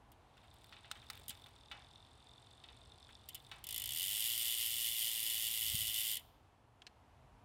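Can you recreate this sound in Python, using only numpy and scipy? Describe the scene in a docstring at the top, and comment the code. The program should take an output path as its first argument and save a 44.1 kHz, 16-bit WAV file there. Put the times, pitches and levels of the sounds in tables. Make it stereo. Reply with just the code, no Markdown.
"""Bicycle on a repair stand

A bicycle on a lawn is cranked by hand: the chain ticks over the cogs and clacks through the gears.
The hand lets go and the freewheel pawls buzz until the brake stops the wheel; the brake lets go with
two clicks. Each impact is a short excitation, coloured by the resonances of the metal it strikes.
Light wind rumbles on the microphone over a distant outdoor wash."""
import sys
import numpy as np
from scipy import signal
from scipy.fft import rfft, irfft, next_fast_len
from scipy.io import wavfile

SR = 44100
rng = np.random.default_rng(int(sys.argv[2]) if len(sys.argv) > 2 else 0)


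def digitize_waveform(pressure):
    """Quantize a signal to 16-bit integers and store it at the path in sys.argv[1].

    Rows of a 2-D input are taken as channels; values are limited to [-1, 1].
    """
    field = np.atleast_2d(pressure).T
    bounded = np.clip(field, -1, 1)
    quanta = np.round(bounded * 32767).astype(np.int16)
    wavfile.write(sys.argv[1], SR, quanta)


N = 328479
TIME = np.arange(N) / SR
COAST_S = 3.6405  # the wheel starts to overrun the cassette

# The pace of the hand on the crank. Each row: time in seconds, chain speed in links per second.
CHAIN_SPEED = [(.3405, 23.76), (.57, 38.6), (1.168, 46.73), (1.595, 40.73), (1.828, 44.17), (2.429, 45.45),
               (3.127, 48.14), (3.206, 44.25), (3.6, 41.72)]
# Chain rubs on the derailleur. Each row: centre in seconds, relative level in dB, half width in seconds.
SHIFT_RUBS = [(0.648, 5.5, 0.078), (1.164, 12, 0.086), (1.42, 3.5, .11), (3.48, 2, 0.2)]


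def amp(db):
    """Decibels as an amplitude ratio."""
    return 10 ** (np.asarray(db) / 20)


def unit_rms(x):
    """Normalisation to a mean power of 1."""
    return x / np.sqrt(np.mean(x ** 2) + 1e-20)


def unit_energy(x):
    """Normalisation of each row to an energy of 1."""
    return x / (np.linalg.norm(x, axis=-1, keepdims=True) + 1e-20)


def at_time(rows, t):
    """Linear interpolation in time."""
    return np.interp(t, *np.transpose(rows))


def at_hz(rows, hz):
    """Interpolation on a logarithmic frequency axis."""
    f, value = np.transpose(rows)
    return np.interp(np.log(hz + 1), np.log(f + 1), value)


def pan(db):
    """Stereo gains for a level difference, left minus right."""
    return amp([[db / 2], [-db / 2]])


def add(mix, s, sound):
    """Superposition of a sound on the mix, from s seconds on."""
    part = mix[:, max(round(s * SR), 0):][:, :sound.shape[-1]]
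    part += sound[:, :part.shape[-1]]


def pair(z, coherence):
    """Partial coherence: two independent signals mix into a correlated left and right."""
    return np.array([z[0], coherence * z[0] + np.sqrt(1 - coherence ** 2) * z[1]])


def swell(t, s, half_s):
    """A Gaussian envelope: 1 at time s, 1/e at half_s to either side."""
    return np.exp(-((t - s) / half_s) ** 2)


def wander(top_hz, count=20):
    """Slow sinusoids in random phase sum to an irregular drift."""
    t = TIME[::256]
    rates = np.geomspace(top_hz / 10, top_hz, count)
    drift = sum(np.sin(2 * np.pi * (hz * t + rng.random())) for hz in rates)
    return np.interp(TIME, t, unit_rms(drift))


def passes(t, speed, offset=0):
    """Distance is the integral of speed; this gives the time at which each tooth or link comes by."""
    travelled = np.cumsum(speed) / SR
    return np.interp(np.arange(offset, travelled[-1]), travelled, t)


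def colour(x, spectrum, modes=(), size=4096):
    """Minimum-phase filtering by a spectrum (Hz, dB) with resonances (Hz, width in Hz, lift in dB)."""
    hz = abs(np.fft.fftfreq(size, 1 / SR))
    db = at_hz(spectrum, hz) + sum(lift / (1 + (2 * (hz - f) / width) ** 2) for f, width, lift in modes)
    transfer = np.exp(np.conj(signal.hilbert(np.log(amp(db)))))
    response = np.fft.ifft(transfer).real[:size // 2]
    return signal.oaconvolve(x, unit_energy(response)[None], axes=1)[:, :x.shape[1]]


def die_away(x, decay):
    """Frequency-dependent damping: each band takes a unit-energy envelope with its own t60."""
    size = x.shape[-1]
    hz, t, spectrum = np.fft.rfftfreq(size, 1 / SR), np.arange(size) / SR, rfft(x)
    centres, t60s = np.transpose(decay)
    bands = (irfft(spectrum * np.interp(hz, centres, band), size) for band in np.eye(len(decay)))
    return sum(band * unit_energy(amp(-60 * t / t60)) for band, t60 in zip(bands, t60s))


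def burst(t60, coherence, size=8192):
    """The dense modes of an impact, as exponentially decaying stereo noise of unit energy."""
    envelope = amp(-60 * np.arange(size) / SR / t60)
    return unit_energy(pair(rng.standard_normal((2, size)), coherence) * envelope)


def noise(spectrum):
    """Steady stereo noise, most coherent at long wavelengths."""
    # Likeness of left and right. Each row: frequency in Hz, coherence from 0 to 1.
    coherence = [(60, .94), (200, .9), (500, .8), (1000, .87), (3000, .65), (12000, .5)]
    size = next_fast_len(N, True)
    hz = np.fft.rfftfreq(size, 1 / SR)
    white = pair(rfft(rng.standard_normal((2, size))), at_hz(coherence, hz))
    return unit_rms(irfft(white * amp(at_hz(spectrum, hz)), size)[:, :N])


def outdoors(wash_db=-67.5, wind_db=-67.5):
    """Turbulent pressure on the microphone rumbles and bumps over a distant broadband wash."""
    # Spectra of the wash and the wind. 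Each row: frequency in Hz, relative density in dB.
    wash_spectrum = [(100, -22), (170, -11.5), (196, -3), (353, -5), (386, -5.5), (469, -5), (522, -8),
                     (719, -1.5), (957, -3), (1520, -13), (1820, -15), (1950, -16), (2740, -16),
                     (4930, -26), (12000, -31.5), (15600, -62), (22000, -120)]
    wind_spectrum = [(12, -39.5), (20, -22), (48, 0), (86, 2.5), (125, 0.5), (173, -15), (210, -16),
                     (260, -13), (340, -37), (570, -120)]
    # Gusts. Each row: centre in seconds, lift in dB, half width in seconds.
    gusts = [(1.22, 5, .22), (1.9, 2.5, 0.26), (2.85, 4.5, 0.14), (3.85, 5, 0.27), (5.784, 10.5, 0.14),
             (7.35, 4, .18)]
    # Low bumps. Each row: centre in seconds, level in dB, frequency in Hz, half width in seconds.
    bumps = [(1.3, -58, 203, 0.0083), (5.711, -47, 70, 0.0077), (5.739, -46, 75, 0.011),
             (5.749, -38, 116, 0.003), (5.83, -52, 110, .006)]
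    lull_db = -3 * swell(TIME, s=6.67, half_s=0.28)
    gust_db = sum(db * swell(TIME, s, half_s) for s, db, half_s in gusts) + 0.2 * wander(top_hz=3)
    wash = amp(wash_db) * noise(wash_spectrum)
    wind = amp(wind_db + gust_db) * noise(wind_spectrum)
    out = amp(lull_db) * (wash + wind)
    t = np.arange(-1024, 1024) / SR
    for s, db, hz, half_s in bumps:
        pulse = swell(t, 0, half_s) * np.cos(2 * np.pi * hz * t)
        add(out, s + t[0], -amp(db) * pulse[None])
    return out * pan(-1.25)


def pawl_times(teeth_per_s=119.52, drag_teeth_per_s2=3.785, brake_s=6.129, braking_s=0.086, end_s=6.18):
    """Relative motion sets the pawl rate: wheel speed, cut by drag and the brake, times cassette slip."""
    # The cassette falls behind the wheel. Each row: time in seconds, slip from 0 to 1.
    slip = [(3.6405, .2254), (3.6814, .432), (3.7569, .4876), (3.8161, .3937), (4.0195, .7892), (4.2733, 1)]
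    t = np.arange(COAST_S, end_s, 1 / SR)
    coasting = teeth_per_s - drag_teeth_per_s2 * (t - COAST_S)
    braking = np.clip(1 - (t - brake_s) / braking_s, 0, 1)
    return passes(t, coasting * braking * at_time(slip, t))


def freewheel(level_db=-17, teeth=22, tooth_share=0.51, coherence=0.62, rise_s=0.00015, size=3072):
    """Impact excitation: a pawl drops off each tooth and rings the hub; rapid drops fuse into a buzz."""
    # Single drops while the chain is slack. Each row: time in seconds, relative level in dB.
    lone_drops = [(0.118, -19), (.54, -22.5), (1.2814, -0.5), (1.294, 1.5), (3.2885, -2), (3.3463, -3),
                  (3.351, -3), (6.195, -13.5)]
    # Broad response of the hub. Each row: frequency in Hz, relative gain in dB.
    hub_spectrum = [(760, -44), (1300, -29), (1580, -25.5), (1980, -12.5), (2440, -12), (2990, 0.5),
                    (3490, -1.5), (3950, -6.5), (5000, -8.5), (5960, -12), (9370, -4), (10700, -7),
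                    (12200, -2.5), (15200, -14.5)]
    # Resonances of hub and cassette. Each row: frequency in Hz, width in Hz, lift in dB.
    hub_modes = [(2075, 410, 4.5), (2960, 217, 4.5), (3460, 157, 4), (4890, 110, 5.5), (5430, 160, 4),
                 (7130, 11, 10), (8590, 36, 7), (9560, 110, 6), (10770, 90, 4.5), (12300, 270, 2),
                 (14720, 1700, 10)]
    # Damping of the hub. Each row: frequency in Hz, t60 in seconds.
    hub_decay = [(1900, 0.14), (3100, 0.1), (5000, 0.044), (9000, 0.032), (14000, .022)]
    # The ring common to all drops. Each row: frequency in Hz, share of the power.
    hub_repeat = [(1500, .85), (1900, .5), (2400, .4), (3200, .15), (8000, .08)]
    drops = pawl_times()
    force_db = 6 - 8.5 * np.exp(-(drops - COAST_S) / 0.083)  # soft at first, then at full force
    force_db += 1.2 * rng.standard_normal(len(drops))
    force_db += 0.29 * np.sin(2 * np.pi * np.arange(len(drops)) / teeth)  # the hub is slightly off centre
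    drops += 0.00004 * rng.standard_normal(len(drops))
    strikes = np.vstack([np.c_[drops, force_db], lone_drops])
    # each tooth has its own click, which returns every turn
    tooth_noise = rng.standard_normal((teeth, 2, size))[np.arange(len(strikes)) % teeth]
    fresh_noise = rng.standard_normal(tooth_noise.shape)
    rattle = np.sqrt(tooth_share) * tooth_noise + np.sqrt(1 - tooth_share) * fresh_noise
    # the low modes answer every drop alike, so they form harmonics of the tooth rate
    alike = at_hz(hub_repeat, np.fft.rfftfreq(size, 1 / SR))
    common = rfft(rng.standard_normal((2, size)))
    rattle = irfft(np.sqrt(1 - alike) * rfft(rattle) + np.sqrt(alike) * common, size)
    attack = 1 - np.exp(-np.arange(size) / SR / rise_s)
    out = np.zeros((2, N))
    for (s, db), ring in zip(strikes, die_away(rattle, hub_decay)):
        snap = 0.21 * burst(0.0055, coherence, size)
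        add(out, s - rise_s, amp(db) * attack * (pair(ring, coherence) + snap))
    out = colour(out, hub_spectrum, hub_modes)
    treble = signal.sosfilt(signal.butter(1, 3200, "high", fs=SR, output="sos"), out)
    return amp(level_db) * (out - treble + treble * pan(4.5))  # the treble beams to the left


def rub_gain(t, rest_db=-32):
    """Friction on the derailleur swells around a shift."""
    return amp(rest_db) + sum(amp(db) * swell(t, s, half_s) for s, db, half_s in SHIFT_RUBS)


def link_db(t, cruise_links_per_s=45, db_per_doubling=6.5, rub_lift_db=4):
    """Impact level grows with chain speed, and while the chain rubs."""
    doublings = np.log2(at_time(CHAIN_SPEED, t) / cruise_links_per_s)
    hardest_rub = amp(max(db for _, db, _ in SHIFT_RUBS))
    return -1.8 + db_per_doubling * doublings + rub_lift_db * rub_gain(t) / hardest_rub


def link_seating(links, ping_db=-56, tick_db=-44, ping_hz=3560, sweep_hz=700, rise_s=0.0014):
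    """Dispersion: bending waves arrive treble first, so a seating link clicks, then pings onto a note."""
    # Links that snap hard onto the cog. Each row: time in seconds, relative level in dB.
    hard_links = [(1.019, 3.5), (1.152, 3), (1.441, 7.5), (1.958, 6.5), (2.380, 3), (2.92, 6), (3.028, 4),
                  (3.153, 5.5), (3.468, 3)]
    hard_s = np.transpose(hard_links)[0]
    soft_s = np.array([s for s in links if abs(s - hard_s).min() > 0.008])
    force, lateness = rng.standard_normal((len(soft_s), 2)).T
    glides = rng.random(len(soft_s)) < 0.2  # these links seat with hardly a ping
    soft_db = link_db(soft_s) + 3 * np.clip(force, -2, 1) - 8 * glides
    soft_links = np.c_[soft_s + 0.0008 * lateness, soft_db]
    pings, ticks = np.zeros((2, 2, N))
    t = np.arange(1024) / SR
    envelope = t / rise_s * np.exp(1 - t / rise_s)
    stereo_phase = np.array([[0], [0.6]])
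    for s, db in np.vstack([soft_links, hard_links]):
        detune, bite, start_phase = rng.standard_normal(3)
        hz = ping_hz * (1 + 0.0062 * detune) + sweep_hz * np.exp(-t / 0.00049)
        phase = 2 * np.pi * np.cumsum(hz) / SR + start_phase + stereo_phase
        add(pings, s, amp(db) * envelope * np.sin(phase))
        add(ticks, s - 0.0007, amp(db + 2 * bite) * burst(t60=0.0067, coherence=0.086, size=len(t)))
    ticks = colour(ticks, [(2000, -28), (3300, -10), (4000, -3), (4700, 0), (5400, -3), (6400, -17),
                           (8500, -15), (14000, -36)])
    return amp(ping_db) * pings + amp(tick_db) * ticks


def derailleur_rub(links, level_db=-46):
    """Sliding friction: each link scrapes the derailleur in a burst of noise."""
    out = np.zeros((2, N))
    for s in links:
        add(out, s, rub_gain(s) * amp(3 * rng.standard_normal()) * burst(t60=0.022, coherence=0.5))
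    return amp(level_db) * colour(out, [(800, -3), (3000, 3), (6000, -11), (9000, -4), (15000, -5)])


def jockey_wheel(links, level_db=-46.5):
    """Meshing impacts: each link ticks on the jockey wheel and excites high resonances."""
    out = np.zeros((2, N))
    for s in links:
        add(out, s, amp(link_db(s) + 2.2 * rng.standard_normal()) * burst(t60=0.014, coherence=0.7))
    spectrum = [(1500, -20), (3600, -4), (6300, -13), (8300, -2), (10000, -11), (15000, -32)]
    return amp(level_db) * colour(out, spectrum, modes=[(8350, 1200, 3), (10600, 400, 4)])


def chain(rustle_db=-71, run_out_s=0.25):
    """Impacts recur at the link rate over a rustle of rolling contact, which fades as cranking ends."""
    # Rustle of rollers and jockey wheels. Each row: frequency in Hz, relative density in dB.
    rustle_spectrum = [(710, -41), (1200, -16), (2680, -11.5), (3250, -5), (3600, -4), (4080, -6),
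                       (6540, -25), (8640, -17), (12000, -37), (14000, -57)]
    t = np.arange(CHAIN_SPEED[0][0], CHAIN_SPEED[-1][0], 1 / SR)
    speed = at_time(CHAIN_SPEED, t)
    links = passes(t, speed)
    contacts = link_seating(links) + derailleur_rub(links)
    jockey = jockey_wheel(passes(t, speed, offset=0.74))
    running = np.interp(TIME, [0, t[0], t[-1], t[-1] + run_out_s], [0, 1, 1, 0])
    rustle = amp(rustle_db + link_db(TIME)) * running * noise(rustle_spectrum)
    return (contacts + rustle) * pan(4) + jockey * pan(7)


def cage_rattles(level_db=-35, t60=0.18):
    """Glancing impacts: the chain brushes the derailleur cage in short, soft rattles."""
    # Touches on the cage. Each row: start in seconds, relative level in dB.
    rattles = [(0.369, -0.5), (.432, -1.5), (.955, 7.5), (1.026, 1.5), (1.133, 1.5), (1.164, -1), (3.09, 4)]
    out = np.zeros((2, N))
    for s, db in rattles:
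        add(out, s, amp(level_db + db) * burst(t60, coherence=0.32))
    return colour(out, [(600, -18), (1400, 6.5), (2400, 5), (3400, 6), (5000, -11), (14000, -19)])


def gear_clacks(level_db=-15, shiver_t60=0.54, coherence=0.83):
    """Free vibration: the chain jumps a cog with a crack, then the frame rings and the chain shivers."""
    # Gear changes. Each row: start in seconds, relative level, bass tilt and treble tilt in dB,
    # t60 of the crack in seconds, tail relative to crack in dB, left minus right in dB.
    clacks = [(.7245, -11, 5, -4, 0.09, -4, 3), (.766, -17.5, -5, -17, .12, -3, 6),
              (.844, -14, -5, -22, .15, -4, 4), (0.9136, 1, 4, 12.5, 0.028, -16, -3),
              (1.1008, -1, 10.5, 19, 0.029, -12, -3.5), (1.305, -5.5, 6, 20, 0.037, -8.5, -1),
              (1.461, -18.5, 12, 4, .05, -1.5, 3), (1.714, -5.5, -4, -1.5, 0.073, 1, 3),
              (2.639, -13.5, -17, -9, 0.049, -6, 7.5), (2.687, -16, -19, -19, .067, -3.5, 7),
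              (3.5145, -7.5, 4, 5, 0.099, 1, 4)]
    # Broad response of the frame. Each row: frequency in Hz, relative gain in dB.
    frame_spectrum = [(300, -19), (700, -14.5), (1400, -1), (2400, -1.5), (3600, 8), (4800, -4),
                      (6500, -15.5), (8500, -15.5), (11000, -28), (16000, -23)]
    # Modes of the frame. Each row: frequency in Hz, relative level in dB, t60 in seconds.
    frame_modes = [(824, -1, 0.34), (1040, -28, 0.2), (1336, 2.5, 0.11), (1560, -5, .1), (1940, 4, 0.11),
                   (2290, 0, 0.29), (2590, 1.5, .25), (2760, -13, 0.14), (2950, 5.5, 0.16), (3540, 4, 0.17)]
    shiver_spectrum = [(300, -16), (800, 3), (3000, -2), (6000, -16), (15000, -54)]
    out, t = np.zeros((2, N)), np.arange(SR // 2) / SR
    for s, db, bass_db, treble_db, t60, tail_db, pan_db in clacks:
        tilt = [(1300, bass_db), (3200, 0), (8000, treble_db)]
        spectrum = [(hz, gain_db + at_hz(tilt, hz)) for hz, gain_db in frame_spectrum]
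        crack = colour(burst(t60, coherence, len(t)), spectrum)
        ring = sum(amp(mode_db - 60 * t / mode_t60) * np.sin(2 * np.pi * (hz * t + rng.random()))
                   for hz, mode_db, mode_t60 in frame_modes)
        shiver = colour(burst(shiver_t60, coherence, len(t)), shiver_spectrum)
        tail = amp(tail_db) * unit_energy(unit_energy(ring) + 0.88 * shiver)
        add(out, s, amp(level_db + db) * pan(pan_db) * (crack + tail))
    return out


def brake_release(t60=0.027, width_hz=1000):
    """Heavily damped impacts: the brake arms spring open with dry clicks."""
    # Each row: start in seconds, level in dB, resonance in Hz, its lift in dB, left minus right in dB.
    clicks = [(6.8195, -29.5, 3170, 9, 2), (6.867, -26, 4200, 11.5, -9), (6.8724, -32, 4200, 6, -2)]
    spectrum = [(500, -11.5), (1400, -4.5), (3000, -4), (7000, -13), (11000, -28), (15000, -36)]
    out = np.zeros((2, N))
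    for s, db, hz, lift_db, pan_db in clicks:
        click = colour(burst(t60, coherence=0.64), spectrum, modes=[(hz, width_hz, lift_db)])
        add(out, s, amp(db) * pan(pan_db) * click)
    return out


def arrival_lag(x):
    """Path difference: the bicycle stands to the left, so the right channel lags slightly."""
    # Lag of the right channel. Each row: frequency in Hz, phase in radians.
    phase_lag = [(500, .05), (2000, .2), (4000, .55), (8000, .45), (14000, .7)]
    size = next_fast_len(N, True)
    lag = np.exp(-1j * at_hz(phase_lag, np.fft.rfftfreq(size, 1 / SR)))
    right = irfft(rfft(x[1], size) * lag, size)[:N]
    return np.array([x[0], right])


def yard_scatter(x, delay_s=0.0083):
    """Scattering from the ground, fences and walls leaves a diffuse tail."""
    # Decay of the scattered sound. Each row: frequency in Hz, t60 in seconds.
    decay = [(500, .4), (2000, 0.39), (4000, 1), (8000, .35), (14000, 0.53)]
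    tail = unit_energy(die_away(rng.standard_normal((2, SR // 2)), decay))
    out = np.zeros((2, N))
    add(out, delay_s, signal.oaconvolve(x, tail, axes=1))
    return out


def scene(scatter_db=-22):
    """Superposition of the bicycle's direct sound, its faint scatter and the open air."""
    bicycle = arrival_lag(freewheel() + chain() + gear_clacks() + cage_rattles() + brake_release())
    return bicycle + amp(scatter_db) * yard_scatter(bicycle) + outdoors()


def record(dry):
    """Band limiting: a linear-phase low-pass filter removes the highest treble."""
    low_pass = signal.firwin(1023, cutoff=15900, window=("kaiser", 9), fs=SR)
    return signal.oaconvolve(dry, low_pass[None], "same")


dry = scene()
out = record(dry)
digitize_waveform(out)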